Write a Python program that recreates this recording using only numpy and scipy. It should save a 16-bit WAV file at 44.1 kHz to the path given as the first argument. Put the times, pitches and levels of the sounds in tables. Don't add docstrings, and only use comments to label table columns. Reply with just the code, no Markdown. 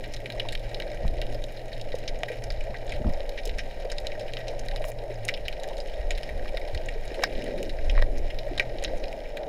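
import sys
import numpy as np
from scipy import signal
from scipy.fft import rfft, irfft, next_fast_len
from scipy.io import wavfile
from scipy.ndimage import uniform_filter1d

SR = 44100
rng = np.random.default_rng(int(sys.argv[2]) if len(sys.argv) > 2 else 0)


def digitize_waveform(pressure):
    field = np.atleast_2d(pressure).T
    bounded = np.clip(field, -1, 1)
    quanta = np.round(bounded * 32767).astype(np.int16)
    wavfile.write(sys.argv[1], SR, quanta)


def linear_from_db(decibels):
    return 10 ** (np.asarray(decibels, float) / 20)


N = 418068
GRAIN = 2048

# time_s [s], gurgle_db [dB], wash_db [dB], crackle_db [dB]
WATER = [(0.0, -49.5, -44.5, -53), (0.42, -47, -40.5, -52.5), (0.79, -54, -40, -51.5),
         (1.63, -46.5, -42.5, -53.5), (3.06, -55.5, -38.5, -52.5), (3.27, -53, -41.5, -52.5),
         (4.62, -52, -38, -52), (4.88, -65, -39.5, -54), (5.7, -57.5, -38.5, -52.5),
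         (6.36, -46.5, -41, -52.5), (6.97, -50, -40, -52), (7.12, -44.5, -41, -48.5),
         (7.22, -43.5, -37, -51.5), (7.4, -39, -40, -47.5), (7.58, -40, -39, -51.5), (7.7, -47.5, -43, -52),
         (8.05, -42.5, -40, -54.5), (8.17, -42.5, -39.5, -53), (8.42, -49, -40, -52.5),
         (8.84, -44, -38.5, -51.5), (9.48, -53, -38.5, -55.5)]


def curve(table, column):
    rows = np.array(table)
    return np.interp(np.arange(N) / SR, rows[:, 0], rows[:, column])


def walk(rate_hz):
    hold = int(SR / rate_hz)
    steps = np.repeat(rng.standard_normal(N // hold + 1), hold)
    smooth = uniform_filter1d(uniform_filter1d(steps, hold), hold)[:N]
    return smooth / smooth.std()


def noise(gain):
    size = next_fast_len(N)
    spectrum = rfft(rng.standard_normal(size))
    f = np.fft.rfftfreq(size, 1 / SR) + 1
    shaped = irfft(spectrum * gain(f), size)[:N]
    return shaped / shaped.std()


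def steadied(x, share, span_s):
    power = uniform_filter1d(x ** 2, int(span_s * SR))
    even = x / power ** (np.clip(share, 0, 1) / 2)
    return even / even.std()


def points(table):
    hz, db = np.transpose(table)
    return lambda f: linear_from_db(np.interp(np.log(f), np.log(hz), db))


def peak(f, hz, width_hz):
    return 1 / (1 + ((f - hz) * 2 / width_hz) ** 2)


def lowpass(f, hz, order):
    return 1 / np.sqrt(1 + (f / hz) ** order)


def highpass(f, hz, order):
    return 1 / np.sqrt(1 + (hz / f) ** order)


def housing(f):
    # [dB, relative]
    resonances = [(598, 86, 33), (1588, 147, 1), (1890, 120, 4), (1984, 360, -0.5), (2338, 340, 0),
                  (2890, 420, -5), (3220, 350, -9.5), (3830, 400, -5), (4200, 860, -11), (5220, 555, -7),
                  (6650, 1280, -14), (9710, 1650, -18), (11900, 12000, -22.5), (14600, 1400, -41)]
    modes = sum(linear_from_db(db) ** 2 * peak(f, hz, width) ** 1.637 for hz, width, db in resonances)
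    notch = 1 - 0.9 * peak(f, 1482, 81)
    return np.sqrt(modes * notch)


def causal(gain):
    cepstrum = irfft(np.log(gain + 1e-9))
    cepstrum[..., 1:GRAIN // 2] *= 2
    cepstrum[..., GRAIN // 2 + 1:] = 0
    return np.exp(rfft(cepstrum))


def place(start_s, peak_db, grains):
    grains = linear_from_db(peak_db) * grains / np.abs(grains).max(axis=1, keepdims=True)
    at = (np.asarray(start_s) * SR).astype(int) + np.arange(grains.shape[1])
    return np.bincount(at.ravel(), grains.ravel(), N + SR)[:N]


def crackle_swell():
    crackle_db = curve(WATER, 3)
    return crackle_db - crackle_db.mean()


def microphone_hiss():
    high = noise(lambda f: housing(f) * highpass(f, 5900, 6))
    fizz = noise(lambda f: highpass(f, 11000, 6)) * linear_from_db(-76.0)
    return high * linear_from_db(-68.5 + 0.1 * crackle_swell() + 1.0 * walk(7.3)) + fizz


def water():
    # [dB per Hz, relative]
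    surge_spectrum = [(5.9, -15), (10, 2), (24, 5.5), (36, -6.5), (60, -15.5), (86, -24.5), (100, -33),
                      (130, -55), (220, -120)]
    # [dB per Hz, relative]
    wash_spectrum = [(76, -51), (130, -7.5), (194, -12.5), (269, -10), (392, -9), (595, 0.5), (826, -14),
                     (950, -21), (1060, -36.5), (1400, -34), (1820, -30.5), (3080, -120)]
    # time_s [s], level_db [dB]
    surge_level = [(0.0, -36), (0.18, -31), (0.31, -47), (0.37, -31), (1.0, -35.5), (1.08, -23.5),
                   (1.19, -30), (1.43, -31), (1.53, -38), (1.9, -29.5), (2.03, -38), (2.17, -28.5),
                   (2.24, -42), (2.64, -26.5), (2.67, -34), (3.11, -24), (3.38, -36), (3.48, -29.5),
                   (4.14, -30.5), (4.2, -41), (4.33, -28.5), (4.38, -37), (4.8, -26.5), (4.91, -37),
                   (4.96, -30.5), (5.02, -35), (5.89, -31.5), (6.12, -21), (6.26, -34.5), (6.36, -28.5),
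                   (6.73, -31.5), (6.76, -28.5), (7.31, -35), (7.36, -26), (7.44, -37.5), (8.02, -15.5),
                   (8.08, -22.5), (8.37, -23), (8.4, -31), (8.82, -33), (8.98, -26), (9.16, -37),
                   (9.27, -30.5), (9.48, -39.5)]
    surge = steadied(noise(points(surge_spectrum)), share=0.87, span_s=0.084)
    surge = surge * linear_from_db(curve(surge_level, 1) + 1.6 * walk(8.1))
    wash = points(wash_spectrum)
    drone = noise(lambda f: wash(f) * lowpass(f, 200, 6))
    gurgle = noise(lambda f: wash(f) * lowpass(f, 410, 6) * highpass(f, 200, 6))
    upper = noise(lambda f: wash(f) * highpass(f, 410, 6))
    drone = drone * linear_from_db(-55.5 + 1.9 * walk(4.8))
    gurgle = gurgle * linear_from_db(curve(WATER, 1) + 2.0 * walk(15) + 2.6 * walk(4))
    upper = upper * linear_from_db(curve(WATER, 2) + 1.32 * walk(18) + 0.5 * walk(5))
    return surge + drone + gurgle + upper


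def hum():
    # time_s [s], level_db [dB]
    hum_level = [(0.0, -48), (0.4, -44), (2.24, -48), (2.4, -45), (2.6, -50.5), (3.03, -44), (3.15, -68),
                 (3.95, -67), (4.2, -46), (4.57, -44.5), (4.86, -48), (5.23, -43), (5.52, -61), (6.68, -64),
                 (6.73, -47), (7.05, -55), (8.71, -45.5), (8.95, -65), (9.48, -65)]
    pitch_hz, waver_hz, blur_width_hz, blur_db = 114.3, 3.56, 20, -3.0
    phase = 2 * np.pi * np.cumsum(pitch_hz + waver_hz * walk(25)) / SR
    tone = np.sqrt(2) * np.sin(phase)
    blur = noise(lambda f: peak(f, pitch_hz, blur_width_hz))
    both = tone + linear_from_db(blur_db) * blur
    return both / both.std() * linear_from_db(curve(hum_level, 1) + 1.3 * walk(6.5))


def far_reef():
    count, base_db, spread_db, most_db = 2300, -50, 5, 11
    moment, size, low_cut, middle_cut, treble_cut, pitch, length = rng.random((count, 7)).T
    size_db = base_db + np.minimum(-spread_db * np.log(size), most_db)
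    ring_db = [size_db - 12 * low_cut, size_db - 12 * middle_cut, size_db - 7 - 22 * treble_cut ** 0.98]
    favoured_hz = 1600 * 4.2 ** pitch
    t60_s = 0.0059 + 0.02 * length ** 1.5
    rows = np.transpose([moment * N / SR, *ring_db, favoured_hz, t60_s])

    blend = noise(lambda f: housing(f) * highpass(f, 1400, 9) * lowpass(f, 5900, 6))
    blend = blend * linear_from_db(curve(WATER, 3) - 2.5 + 1.5 * walk(25) + 1.0 * walk(150))
    return blend + linear_from_db(0.79 * crackle_swell()) * snaps(rows, shock=1.6, favour_db=4)


def bumps():
    # start_s [s], length_s [s], level_db [dB], top_hz [Hz]
    jolts = [(1.033, 0.06, -27, 186), (2.691, 0.033, -38, 199), (2.933, 0.029, -35, 251),
             (2.951, 0.038, -32, 120), (2.997, 0.035, -26.5, 308), (3.047, 0.063, -22, 290),
             (3.062, 0.034, -27, 89), (3.097, 0.03, -32, 260), (6.334, 0.035, -34.5, 170),
             (6.726, 0.064, -29.5, 124), (8.001, 0.05, -29, 110)]
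    heave_hz, heave_db = 70, 3.2

    def rumble(top_hz):
        edge = signal.butter(6, top_hz, fs=SR, output="sos")
        low = signal.sosfilt(edge, rng.standard_normal(SR // 2))
        return low / low.std()

    t, out = np.arange(N) / SR, np.zeros(N)
    for start_s, length_s, db, top_hz in jolts:
        near = slice(int(start_s * SR), int((start_s + length_s) * SR))
        both = rumble(top_hz) + linear_from_db(heave_db) * rumble(heave_hz)
        both = steadied(both, share=0.39, span_s=0.011)
        progress = np.abs((t[near] - start_s) / length_s)
        swell = np.abs(np.sin(np.pi * progress ** 0.66)) ** 0.73
        out[near] += linear_from_db(db) * swell * both[-len(progress):]
    return out


def taps():
    # start_s [s], peak_db [dB]
    thuds = [(0.357, -36.5), (1.049, -32), (2.2322, -36), (2.7395, -38), (3.0443, -32), (3.0665, -38),
             (3.081, -35), (3.106, -38), (4.842, -30), (6.4563, -36), (7.194, -33), (7.2353, -22.5),
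             (7.9513, -40), (7.9775, -22), (7.9914, -33), (8.0234, -27), (8.5799, -41), (8.5964, -30)]
    low_hz, high_hz, t60_s = 650, 1300, 0.013
    start_s, peak_db = np.transpose(thuds)[:, :, None]
    t = np.arange(GRAIN) / SR
    burst = rng.standard_normal((len(thuds), GRAIN)) * linear_from_db(-60 * t / t60_s)
    band = signal.butter(3, [low_hz, high_hz], "band", fs=SR, output="sos")
    return place(start_s, peak_db, signal.sosfilt(band, burst))


def brush():
    # time_s [s], level_db [dB]
    rasp_level = [(4.845, -78), (4.853, -48), (4.87, -52), (4.895, -42.5), (4.903, -42), (4.908, -78)]
    rasp = noise(lambda f: housing(f) * (f / 5000) ** 1.4) * linear_from_db(2.6 * walk(300))
    body = noise(lambda f: housing(f) * lowpass(f, 1550, 14) * f / (1 + (f / 3300) ** 6))
    body = body * linear_from_db(-44.5 + 4.0 * walk(500))
    time_s, db = np.transpose(rasp_level)
    gain = linear_from_db(np.interp(np.arange(N) / SR, time_s, db, left=-200, right=-200))
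    return rasp * gain + body * (gain > linear_from_db(-65))


def rings(rows, rise_s, rough, glide=0):
    start_s, peak_db, hz, t60_s = np.transpose(rows)[:, :, None]
    t = np.arange(3 * GRAIN) / SR
    wobble = uniform_filter1d(rng.standard_normal((len(rows), len(t))), 200, axis=1) * np.sqrt(200)
    pitch_hz = hz * (1 + rough * wobble + glide * t / t60_s)
    tone = np.sin(2 * np.pi * np.cumsum(pitch_hz, axis=1) / SR)
    tone = tone * (1 - np.exp(-t / rise_s)) * linear_from_db(-60 * t / t60_s)
    tone = tone * np.cos(np.pi / 2 * t / t[-1])
    return place(start_s, peak_db, tone)


def bubbles():
    # start_s [s], peak_db [dB], start_pitch_hz [Hz], t60_s [s]
    air_pockets = [(0.239, -42, 336, 0.12), (0.449, -39, 770, 0.053), (3.469, -30, 424, 0.065),
                   (4.533, -44, 780, 0.028), (4.725, -37.5, 762, 0.095), (5.102, -35, 350, 0.083),
                   (5.704, -39.5, 820, 0.062), (6.111, -37, 362, 0.11), (6.954, -33, 406, 0.11),
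                   (7.183, -33, 348, 0.14), (7.276, -38, 394, .07), (7.335, -38, 270, 0.1),
                   (7.43, -36, 235, 0.087), (7.489, -34, 370, 0.11), (7.572, -35.5, 321, .1),
                   (8.115, -38, 243, .2), (8.17, -40, 315, 0.14), (8.51, -30.5, 284, 0.095),
                   (8.594, -36.5, 348, 0.078), (8.731, -39, 328, 0.14), (8.894, -48, 785, .06)]
    return rings(air_pockets, rise_s=0.0049, rough=0.12, glide=0.46)


def knocks():
    # start_s [s], peak_db [dB], pitch_hz [Hz], t60_s [s]
    low_blows = [(1.191, -27, 580, 0.074), (1.349, -26, 513, 0.052), (1.44, -31, 558, 0.07),
                 (1.942, -19, 510, 0.026), (2.233, -23.5, 655, 0.031), (2.301, -25.5, 478, 0.11),
                 (2.664, -34, 623, 0.11), (3.2, -27, 567, 0.07), (3.85, -25.5, 570, 0.056),
                 (4.807, -24.5, 580, 0.044), (5.039, -37, 570, 0.057), (5.1, -28, 560, 0.061),
                 (5.679, -28, 613, 0.056), (6.542, -24.5, 544, 0.046), (7.115, -27.5, 444, 0.038),
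                 (7.181, -28, 494, 0.24), (7.235, -17.5, 677, 0.021), (8.023, -24.5, 653, 0.034),
                 (8.464, -27.5, 598, 0.18), (8.595, -27, 582, 0.095), (8.823, -27, 607, 0.055),
                 (8.933, -27, 630, 0.078)]
    return rings(low_blows, rise_s=0.0013, rough=0.093)


def snaps(rows, shock=4.5, favour_db=8):
    echo_db, echo_t60_s, treble_t60_s = -21.5, 0.72, 0.22
    hold, tick = 1.296, 0.89
    sparse_db, patchy_db = 3.5, 3
    start_s, *ring_db, favoured_hz, t60_s = np.transpose(rows)[:, :, None]
    t, f = np.arange(GRAIN) / SR, np.fft.rfftfreq(GRAIN, 1 / SR) + 1

    fade = linear_from_db(-60 * (t / t60_s) ** hold) + linear_from_db(echo_db - 60 * t / echo_t60_s)
    first = 1 + tick * np.minimum(0.025 / t60_s, 1.3) * np.exp(-t / 0.00025)
    fade = fade * first * np.cos(np.pi / 2 * t / t[-1])
    burst = rng.standard_normal((len(rows), GRAIN))
    burst[:, 0] = shock
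    glints = linear_from_db(sparse_db * np.repeat(rng.standard_normal((len(rows), GRAIN // 32)), 32, axis=1))

    colour = 1 + linear_from_db(favour_db) / (1 + 2j * (f - favoured_hz) / (0.3 * favoured_hz))
    tilt = rng.standard_normal((len(rows), 1)) - 1.1
    colour = colour * np.maximum(f / 8500, 1) ** tilt
    knots_hz = np.linspace(1000, 16000, 16)
    chances = rng.standard_normal((len(rows), len(knots_hz)))
    patches = linear_from_db(patchy_db * np.array([np.interp(f, knots_hz, row) for row in chances]))
    spectrum = rfft(burst * fade * glints) * colour * causal(patches)

    above_low, above_middle, above_treble = (1 / (1 + (edge / f) ** 18) for edge in (1400, 2600, 5900))
    bands = (above_low * (1 - above_middle), above_middle * (1 - above_treble), above_treble)
    dampings = (1, 1, linear_from_db(-60 * t / treble_t60_s))
    out = np.zeros(N)
    for db, band, damping in zip(ring_db, bands, dampings):
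        ring = irfft(spectrum * causal(housing(f) * np.sqrt(band))) * damping
        out += place(start_s, db, ring)
    return out


def near_snaps():
    # start_s [s], low_peak_db [dB], middle_peak_db [dB], treble_peak_db [dB],
    # favoured_hz [Hz], t60_s [s]
    near_shrimp = [(.0384,-32,-33.5,-45,3850,0.086),(.078,-56,-52,-44,13500,.02),(.1254,-50,-41,-41,4040,.025),(.1375,-36,-30,-31.5,5300,0.034),(.164,-47,-30,-42,3630,0.019),
                   (.2024,-39,-42,-55,2450,0.036),(.2584,-30,-25.5,-43,2360,0.033),(.3016,-28,-25.5,-42,3800,.019),(.3222,-41,-29,-41,4020,.025),(.3978,-27,-19,-36,3100,0.025),(.4014,-33,-30,-44,3000,0.02),
                   (.4163,-36,-53,-56,2180,.025),(.43,-50,-42,-50,4500,.015),(.4872,-37,-21.5,-34,3880,0.019),(.5235,-31,-27,-33.5,4100,0.046),(.5511,-29,-19.5,-36,3440,0.02),(.595,-51,-41,-44,3800,.025),(.6918,-53,-40,-45,4000,.04),(.7452,-41,-22,-40,4200,0.018),
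                   (.8005,-26.5,-25.5,-36,3740,0.015),(.8218,-29,-27,-50,3840,0.019),(.8669,-49,-44,-55,2080,.025),(.8769,-45,-37,-50,3800,.02),(.9018,-42,-34,-52,1890,0.027),(.9167,-36,-37,-43,2270,0.035),(.9461,-57,-47,-40,5270,.021),(1.0792,-36,-28,-36,3900,0.023),
                   (1.216,-35,-21.5,-30.5,3130,0.0061),(1.2195,-33,-37,-48,1900,0.009),(1.2674,-56,-33,-42,3920,0.016),(1.3253,-48,-41,-43,5480,0.034),(1.3448,-54,-35,-45,5180,0.028),(1.4197,-47,-41,-46,3800,.025),(1.4403,-58,-26,-33,5190,.016),
                   (1.5224,-55,-45,-41,10500,.02),(1.5708,-46,-37,-49,3830,.05),(1.658,-48,-47,-48,6000,.02),(1.682,-46,-45,-45,6000,.02),(1.7185,-42,-39,-55,1870,.025),(1.7293,-45,-33,-48,4060,0.027),(1.7669,-51,-40,-55,4000,.015),(1.7968,-46,-38,-52,2000,0.027),(1.8132,-59,-29,-36,4860,0.019),
                   (1.919,-39,-33,-53,3800,0.034),(1.9528,-57,-35,-39,5580,0.033),(1.9854,-51,-40,-40,4000,0.028),(2.0779,-36,-23.5,-39,6100,0.039),(2.088,-33,-40,-42,3880,0.041),(2.189,-48,-45,-40,6720,.025),
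                   (2.2334,-18.5,-18.5,-32.5,3000,0.014),(2.2828,-31.5,-32,-42,2230,0.093),(2.3176,-31.5,-36,-44,2150,0.11),(2.4209,-40,-42,-48,2150,0.027),(2.4388,-38,-33,-31,5350,0.02),
                   (2.5032,-33,-23.5,-42,4320,0.019),(2.522,-58,-34,-37,4270,.025),(2.6071,-37,-31.5,-44,2540,0.022),(2.7435,-29,-39,-49,1730,0.067),
                   (2.847,-57,-52,-46,12000,.015),(2.866,-55,-48,-45,7000,.015),(2.8784,-41,-38,-52,3830,.02),(2.8931,-37,-33,-39,5140,0.057),(2.92,-28,-27.5,-39,2390,0.033),(2.9362,-34,-36,-50,4410,0.092),(2.9616,-40,-35,-46,2940,0.036),(3.092,-55,-41,-45,13000,.015),(3.136,-41,-33,-39,5400,0.026),
                   (3.2052,-35,-28,-49,3700,0.012),(3.2931,-52,-27,-35,5220,0.025),(3.3756,-32,-33,-51,2100,0.039),(3.3867,-35,-30.5,-50,2070,0.058),
                   (3.4336,-48,-37,-48,5080,.025),(3.454,-47,-30,-26.5,5170,.025),(3.4747,-48,-28,-34,6270,0.026),(3.4943,-35,-26,-42,1890,0.03),(3.5841,-25.5,-24.5,-34,1920,0.09),
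                   (3.8008,-50,-41,-43,3800,0.027),(3.9001,-43,-30,-41,2940,0.031),(3.917,-32.5,-27,-30.5,6500,0.038),(3.9829,-37,-23,-35,4200,0.018),(4.0013,-43,-45,-41,5400,.025),(4.0691,-40,-20.5,-29,4070,0.019),
                   (4.1011,-41,-48,-54,1840,.025),(4.1184,-34,-33,-51,2160,0.028),(4.152,-35,-42,-54,1820,0.019),(4.1947,-55,-34,-40,3820,0.036),(4.2097,-39,-34,-43,5060,0.028),(4.2797,-38,-36.5,-58,3000,.025),(4.3359,-35,-24,-33,4570,0.027),(4.3696,-26,-23,-45,3440,0.031),
                   (4.3896,-33,-44,-42,3960,0.035),(4.4816,-44,-26.5,-34.5,5470,0.025),(4.5937,-50,-32,-32,6190,0.018),(4.6599,-56,-45,-39,6400,.025),(4.685,-32,-25,-34,4430,.016),
                   (4.7126,-38,-30,-45,3700,.015),(4.7158,-33,-42,-52,1900,0.02),(4.761,-32,-22.5,-36,3600,0.012),(4.7682,-38,-36,-39,2400,0.014),(4.775,-43,-36,-52,2400,.05),(4.8199,-38,-36,-41,2700,.027),(4.8417,-27,-27.5,-35,2780,0.01),
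                   (4.8513,-40,-44,-35,2340,0.023),(4.9181,-38,-43,-35,2470,.023),(5.1143,-39,-45,-52,3800,0.044),(5.142,-44,-42,-43,6000,0.023),(5.251,-52,-35,-25,10100,0.014),
                   (5.2822,-34,-22,-26,3750,0.012),(5.2866,-17,-19,-31,2290,0.031),(5.3397,-40,-21.5,-40,3730,0.047),(5.3746,-33,-31.5,-44,2970,0.03),
                   (5.453,-39,-35,-55,3800,0.074),(5.4821,-24,-17.5,-32,2740,0.025),(5.5266,-36,-30.5,-46,4030,0.034),(5.5984,-48,-35,-42,3650,0.028),(5.6347,-45,-28,-33,5350,0.018),(5.6412,-33,-33,-52,2000,0.012),
                   (5.6875,-45,-32,-38,5100,.023),(5.7309,-50,-37,-51,3200,.02),(5.7697,-46,-33,-42,4810,.025),(5.78,-43,-37,-39,3790,0.047),(5.802,-50,-27,-39,5130,0.028),(5.8596,-37,-40,-52,2700,.02),(5.8737,-56,-44,-43,5350,0.024),(5.883,-40,-38,-51,2800,.03),(5.9354,-42,-37.5,-49,3500,0.034),(6.107,-25,-20.5,-26,2280,0.033),
                   (6.1187,-46,-31,-46,2330,0.043),(6.151,-48,-31.5,-53,4870,0.036),(6.1762,-35,-31.5,-40,4040,0.04),(6.2321,-32.5,-27,-38,5310,0.024),
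                   (6.2911,-28.5,-36,-42,2120,0.03),(6.4253,-39,-44,-52,1870,.025),(6.4563,-35,-44,-59,1870,0.025),(6.4806,-37,-33,-52,2880,0.027),(6.492,-41,-35,-43,2400,.029),(6.5714,-25.5,-24,-37,3460,.025),(6.6144,-37,-38,-55,2160,0.031),(6.6503,-38,-38,-55,1930,0.03),(6.6757,-44,-36,-50,3800,.02),(6.7467,-32,-28.5,-37.5,4130,0.026),
                   (6.776,-47,-25,-48,2970,0.017),(6.8596,-48,-47,-36,5000,0.019),(6.886,-26,-29.5,-42,2620,0.023),(7.0519,-49,-36,-43,1880,.025),(7.0779,-48,-35.5,-39,4360,.029),(7.1182,-40,-40,-50,1900,.025),(7.1433,-36,-31.5,-44,2890,0.036),
                   (7.1931,-30,-38,-63,1830,0.016),(7.2227,-29,-32,-49,3010,0.044),(7.2363,-17,-13,-21.5,4900,0.014),(7.2385,-14,-22.5,-34,1630,0.02),(7.295,-46,-43,-56,3000,.04),(7.318,-46,-41,-54,2900,0.027),(7.3514,-44,-34,-54,2790,.025),(7.392,-46,-36.5,-47,3900,.04),(7.4215,-45,-31,-44,2350,.017),(7.4414,-48,-37,-35.5,3080,.025),
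                   (7.461,-36,-38,-52,3900,0.033),(7.4757,-33,-49,-55,1780,0.027),(7.5776,-39,-36,-45,3950,.039),(7.6289,-45,-28,-27.5,2380,0.02),(7.6521,-42,-35,-45,3870,.025),(7.6942,-37,-30.5,-42,4100,0.039),(7.787,-33.5,-40,-56,2390,0.027),
                   (7.8969,-30,-23,-48,3100,0.027),(7.9135,-48,-51,-40,3940,0.023),(7.9516,-32,-38,-54,1940,.012),(7.9595,-36,-36,-52,1940,.015),(7.9675,-34,-34,-52,1960,.018),(7.9779,-23,-33,-50,1890,0.0099),(7.9872,-29,-37,-52,2400,.009),(7.9919,-29,-36,-50,1770,.01),(7.9985,-33,-36,-52,1900,.012),(8.006,-46,-47,-56,1900,.012),
                   (8.0166,-32,-37,-46,1850,0.023),(8.0234,-22.5,-21.5,-34,1770,0.013),(8.031,-47,-40,-52,2000,.012),(8.045,-43,-45,-54,1900,.015),(8.1805,-50,-40,-38,5200,.025),(8.3016,-36,-33,-50,1890,0.067),(8.3872,-38,-25.5,-41,4900,.023),
                   (8.5778,-29,-22,-32,4000,0.035),(8.597,-11,-11.5,-29.5,2440,0.013),(8.603,-21,-26,-37,2420,0.049),(8.7851,-50,-28.5,-54,2940,0.023),(8.8249,-40,-30,-40,2760,0.028),
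                   (8.8387,-29,-25,-25,6340,.017),(8.8471,-29,-16,-38,3120,0.022),(8.8777,-34,-37,-54,3830,0.031),(8.9777,-54,-44,-42,5500,.025),(9.0381,-37,-29,-47,2350,0.021),(9.0822,-50,-32,-45,5200,.025),
                   (9.1277,-36,-33,-40.5,2390,0.015),(9.2543,-37,-54,-61,2360,.027),(9.3693,-29,-29.5,-38,3580,0.032),(9.433,-44,-35.5,-51,3790,0.027)]
    return snaps(near_shrimp)


def scene():
    background = microphone_hiss() + water() + hum() + far_reef()
    contact = bumps() + taps() + brush() + bubbles() + knocks()
    return (background + contact + near_snaps())[None]


def roll_off(x):
    return signal.sosfilt(signal.butter(12, 16490, fs=SR, output="sos"), x)


def record(dry):
    top_cut = signal.butter(18, 15450, fs=SR, output="sos")
    mix = signal.sosfilt(top_cut, dry)
    return roll_off(mix)


dry = scene()
out = record(dry)
digitize_waveform(out)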